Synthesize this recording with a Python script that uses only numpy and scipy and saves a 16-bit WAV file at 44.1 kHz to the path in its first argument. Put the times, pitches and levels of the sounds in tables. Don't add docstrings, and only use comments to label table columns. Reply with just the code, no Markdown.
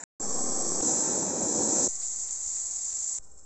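import sys
import numpy as np
from scipy import signal
from scipy.fft import rfft, irfft
from scipy.io import wavfile

SR = 44100
rng = np.random.default_rng(int(sys.argv[2]) if len(sys.argv) > 2 else 0)


def inscribe(sig):
    pcm = np.round(np.clip(np.atleast_2d(sig).T, -1, 1) * 32767)
    wavfile.write(sys.argv[1], SR, pcm.astype(np.int16))


N = 152145
TIME = np.arange(N) / SR
BIN_HZ = np.fft.rfftfreq(N, 1 / SR)

SPUTTER_SPAN_S, BLUE_SPAN_S, SEAR_SPAN_S = (0.0, 0.039), (0.198, 0.8113), (0.8113, 1.879)
SIZZLE_SPAN_S, FAINT_SPAN_S = (1.883, 3.187), (3.187, 3.46)
EDDY_HZ, JET_FLUTTER_DB = 90, 0.5


def amp(db):
    return 10 ** (np.asarray(db) / 20)


def unit_rms(x):
    return x / np.sqrt(np.mean(x ** 2) + 1e-20)


def curve(rows, column=1):
    rows = np.array(rows)
    return np.interp(TIME, rows[:, 0], rows[:, column])


def gate(span_s, edge_s=0.0021):
    return np.clip(np.minimum(TIME - span_s[0], span_s[1] - TIME) / edge_s + .5, 0, 1)


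def coloured(x, spectrum, skirt_db_per_octave=60):
    hz = BIN_HZ + 1
    knot_hz, knot_db = np.transpose(spectrum)
    octaves_out = np.maximum(np.log2(knot_hz.min() / hz), 0) + np.maximum(np.log2(hz / knot_hz.max()), 0)
    gain_db = np.interp(np.log(hz), np.log(knot_hz), knot_db) - skirt_db_per_octave * octaves_out
    return unit_rms(irfft(rfft(x) * amp(gain_db), N))


def noise(spectrum):
    return coloured(rng.standard_normal(N), spectrum)


def flutter(rate_hz):
    shape = BIN_HZ / (BIN_HZ + 5) / (1 + (BIN_HZ / rate_hz) ** 2)
    return unit_rms(irfft(rfft(rng.standard_normal(N)) * shape, N))


def shelf(x, side, gain_db, corner_hz):
    band = signal.sosfiltfilt(signal.butter(2, corner_hz, side, fs=SR, output="sos"), x)
    return x + band * (amp(gain_db) - 1)


def reflections(count=20, spread_s=.025):
    taps = np.zeros(N)
    taps[(SR * spread_s * (rng.random(count) + .1)).astype(int)] = rng.choice([-1., 1.], count)
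    return taps


def kitchen(x, patterns=3, echo_db=-7.5, drift_hz=2.494, treble_hz=6000):
    lowpass = 1 / np.sqrt(1 + (BIN_HZ / treble_hz) ** 2)
    out = x
    for k in range(patterns):
        echo = unit_rms(irfft(rfft(x) * rfft(reflections()), N))
        crossfade = np.cos(np.pi * (drift_hz * TIME + k / patterns)) * np.sqrt(2 / patterns)
        out = out + amp(echo_db) * crossfade * irfft(rfft(echo) * lowpass, N)
    return unit_rms(out)


def rumble(level_db=-63.5):
    # frequency in Hz, relative density in dB.
    spectrum = [(25, -5), (45, 0.5), (65, 1), (85, -7.5), (120, -15.5)]
    return amp(level_db) * noise(spectrum) * (TIME > SIZZLE_SPAN_S[0])


def thumps():
    # start and end in seconds, linear offset scale, rise and decay times in seconds.
    offsets = [(0.201, 0.811, -0.054, 0.078, 0.53), (1.89, 3.187, -0.011, 0.0022, .42),
               (3.196, 3.6, -0.0078, 0.0025, .5)]
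    out = np.zeros(N)
    for start_s, end_s, offset, rise_s, decay_s in offsets:
        age_s = np.maximum(TIME - start_s, 0)
        out += offset * (1 - np.exp(-age_s / rise_s)) * np.exp(-age_s / decay_s) * gate((0, end_s))
    return out


def ticks(cutoff_hz=2420):
    # time in seconds, relative level in dB.
    events = [(0.8111, -27), (3.185, -33.5)]
    impulses = np.zeros(N)
    for time_s, db in events:
        impulses[int(time_s * SR)] = amp(db)
    return 4 * signal.lfilter(*signal.butter(1, cutoff_hz, fs=SR), impulses)


def faint_hiss(flutter_db=1.3, room_db=-65):
    # frequency in Hz, relative density in dB.
    hiss_spectrum = [(1650, -58), (2800, -38), (3830, -29), (4970, -21), (5360, -7.5), (5810, -16),
                     (6180, -4), (6700, -6.5), (7550, 6), (8100, -7), (8700, -39), (11300, -61),
                     (19100, -120)]
    room_spectrum = [(60, -6), (130, 2.5), (260, -3.5), (430, 2), (800, -3), (1050, -9.5), (1350, -9),
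                     (1700, -18), (2800, -28)]
    # time in seconds, level in dB.
    levels = [(3.187, -54.5), (3.205, -57), (3.225, -58), (3.243, -50.5), (3.27, -57.5), (3.37, -58.5),
              (3.385, -50), (3.405, -57.5), (3.45, -58)]
    hiss = noise(hiss_spectrum) * amp(curve(levels) + flutter_db * flutter(rate_hz=60))
    return (hiss + amp(room_db) * noise(room_spectrum)) * gate(FAINT_SPAN_S)


def spits(gain_db=5.5):
    # start in seconds, relative level in dB, decay time in seconds.
    puffs = [(2.015, -49, .04), (2.287, -51, .02), (2.525, -57, .012), (2.567, -49, 0.012),
             (2.9, -50.5, .012), (2.924, -49, .01), (3.189, -38, 0.0023)]
    # frequency in Hz, relative density in dB.
    spectrum = [(300, -9), (700, -5), (2000, -8), (3000, -11), (4500, 1), (7500, 9.5), (8500, -17)]
    envelope = sum(amp(db) * (TIME >= start_s) * np.exp(-abs(TIME - start_s) / decay_s)
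                   for start_s, db, decay_s in puffs)
    return noise(spectrum) * envelope * amp(gain_db)


def sizzle(bubbles_per_s=2000, spread_db=2.5, bubble_share=0.39, flutter_db=1.16, wash_db=-60.5):
    # frequency in Hz, relative density in dB.
    hiss_spectrum = [(1650, -51), (2800, -42.5), (3040, -37.5), (3390, -32.5), (4670, -21), (5110, -19),
                     (6580, -2), (7440, 4.5), (7910, -3), (8500, -27), (8700, -52), (11300, -70.5),
                     (19100, -120)]
    wash_spectrum = [(71, -40.5), (120, -6), (248, -1.5), (310, -7.5), (378, 0), (505, -8.5), (675, 1),
                     (1130, -2), (1530, -9.5), (2120, -5), (2590, -14.5), (2800, -12), (3640, -41.5),
                     (6160, -120)]
    # time in seconds, level in dB.
    levels = [(1.88, -32.5), (1.98, -35), (2.04, -32), (2.2, -34), (2.4, -34.5), (2.5, -32.5), (2.7, -33),
              (3.18, -32.5)]
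    sizes = amp(spread_db * np.minimum(rng.exponential(1, N), 5)) * rng.choice([-1., 1.], N)
    bursts = rng.random(N) < bubbles_per_s / SR
    bubbles = coloured(sizes * bursts, hiss_spectrum)
    steam = noise(hiss_spectrum)
    hiss = kitchen(np.sqrt(bubble_share) * bubbles + np.sqrt(1 - bubble_share) * steam)
    hiss *= amp(curve(levels) + flutter_db * flutter(rate_hz=29))
    wash = amp(wash_db) * kitchen(noise(wash_spectrum))
    return (hiss + wash + spits()) * gate(SIZZLE_SPAN_S)


def nozzle(x):
    # centre in Hz, width in Hz, gain in dB.
    bands = [(312, 25, 1.5), (710, 25, -1), (770, 35, 2), (1360, 30, 2.5), (2850, 330, 0.5),
             (5820, 54, -0.5), (7580, 140, 1), (7860, 240, 0), (8060, 140, -7.5), (8270, 60, 3.5),
             (8700, 180, -18)]
    gain_db = sum(db * np.exp(-((BIN_HZ - hz) / width_hz) ** 2) for hz, width_hz, db in bands)
    return irfft(rfft(x) * amp(gain_db), N)


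def gas(spectrum):
    return kitchen(nozzle(noise(spectrum)))


def sputter():
    # frequency in Hz, relative density in dB.
    spectrum = [(59, -53), (100, -20), (232, -4.5), (377, -11.5), (907, -0.5), (1160, -20), (1560, -2),
                (3360, -31.5), (3900, -18), (4440, -26), (6460, -10), (7090, 5.5), (8710, -22.5),
                (11300, -48), (19200, -120)]
    # time in seconds, level in dB.
    levels = [(0.0, -42.5), (0.01, -41), (0.021, -45), (0.031, -42.5), (0.039, -33)]
    return noise(spectrum) * amp(curve(levels)) * gate(SPUTTER_SPAN_S)


def whistle(width_hz=170):
    # time in seconds, pitch in Hz, level in dB.
    glide = [(0.2, 7450, -38), (0.32, 7360, -34), (0.41, 7710, -34.5), (0.8, 7590, -34.5)]
    carrier = np.exp(2j * np.pi * np.cumsum(curve(glide)) / SR)
    fuzz = flutter(width_hz / 2) + 1j * flutter(width_hz / 2)
    return unit_rms(nozzle((carrier * fuzz).real)) * amp(curve(glide, column=2))


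def blue_flame(jet_trim_db=-1.5, roar_flutter_db=1.5):
    # frequency in Hz, relative density in dB.
    jet_spectrum = [(1650, -82.5), (2800, -47), (3180, -31), (4210, -28), (4540, -17.5), (4880, -19),
                    (5760, -6.5), (7060, -3.5), (7510, -1), (7910, -5), (8260, -14), (8500, -28.5),
                    (8700, -45), (11300, -58.5), (19100, -120)]
    roar_spectrum = [(53, -41.5), (90, -9), (113, -19.5), (167, -4.5), (289, -0.5), (491, -2.5),
                     (674, -8.5), (746, -3.5), (938, -14.5), (1080, -7.5), (1440, -24.5), (1670, -20.5),
                     (1900, -26.5), (2460, -30), (2800, -47), (3640, -83), (6160, -120)]
    # time in seconds, jet level before trim in dB, roar level in dB.
    levels = [(0.2, -40, -39.5), (0.22, -36, -40.5), (0.368, -32.5, -38), (0.714, -30.5, -37.5),
              (0.8, -31.5, -36)]
    eddies = flutter(EDDY_HZ)
    jet = gas(jet_spectrum) * amp(curve(levels) + jet_trim_db + JET_FLUTTER_DB * eddies)
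    roar = gas(roar_spectrum) * amp(curve(levels, column=2) + roar_flutter_db * eddies)
    return (jet + roar + whistle()) * gate(BLUE_SPAN_S)


def searing(roar_flutter_db=1.22, beam_db_per_db=.5):
    # frequency in Hz, relative density in dB.
    roar_spectrum = [(24, -59), (40, -22), (123, -13.5), (202, -2), (309, 0), (344, -1.5), (546, -3.5),
                     (687, -10.5), (751, -9.5), (947, -10), (1070, -20.5), (1860, -26), (2140, -35.5),
                     (2430, -30), (2800, -42), (3640, -78), (6160, -120)]
    jet_spectrum = [(1650, -71), (2800, -43.5), (3320, -29), (3630, -29.5), (3940, -22), (4810, -22.5),
                    (5090, -14), (5470, -14), (5900, -5), (6550, -4), (7300, 2.5), (7650, 1.5),
                    (7950, -5.5), (8500, -28), (8700, -53.5), (11300, -71.5), (19100, -120)]
    # time in seconds, gain in dB.
    roar_gains = [(0.811, -49), (0.828, -33), (0.86, -32.5), (1.0, -35.5), (1.3, -34), (1.42, -33.5),
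                  (1.52, -35), (1.6, -32.5), (1.67, -33.5), (1.8, -32), (1.88, -34)]
    jet_gains = [(0.811, -38), (0.826, -26.5), (0.86, -25), (0.95, -27), (1.15, -29.5), (1.34, -33),
                 (1.52, -29), (1.68, -26.5), (1.82, -24), (1.845, -20.5), (1.88, -29)]
    upper_gains = [(0.82, -2), (0.95, 3.5), (1.079, 7), (1.2, 1.5), (1.45, 1.5), (1.6, 0), (1.8, 2),
                   (1.88, -2.5)]
    deep_gains = [(0.82, -1), (1.0, -0.5), (1.3, -0.5), (1.43, 1.5), (1.6, 2.5), (1.7, -1), (1.88, -0.5)]
    eddies = flutter(EDDY_HZ)
    active = gate(SEAR_SPAN_S)
    roar = shelf(gas(roar_spectrum), "high", curve(upper_gains), corner_hz=1200)
    roar = shelf(roar, "low", curve(deep_gains), corner_hz=400)
    roar *= amp(curve(roar_gains) + roar_flutter_db * eddies)
    jet_db = curve(jet_gains)
    dulling_db = beam_db_per_db * (jet_db[active > 0].mean() - jet_db)
    jet = shelf(gas(jet_spectrum), "low", dulling_db, corner_hz=6200)
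    jet *= amp(jet_db + JET_FLUTTER_DB * eddies)
    return (roar + jet) * active


def scene():
    foreground = sputter() + blue_flame() + searing() + sizzle() + faint_hiss()
    return (foreground + rumble() + thumps() + ticks())[None]


def record(dry):
    cutoff_hz = 8620
    lowpass = signal.firwin(511, cutoff_hz, window=("kaiser", 9), fs=SR)
    return signal.oaconvolve(dry, lowpass[None], "same")


dry = scene()
out = record(dry)
inscribe(out)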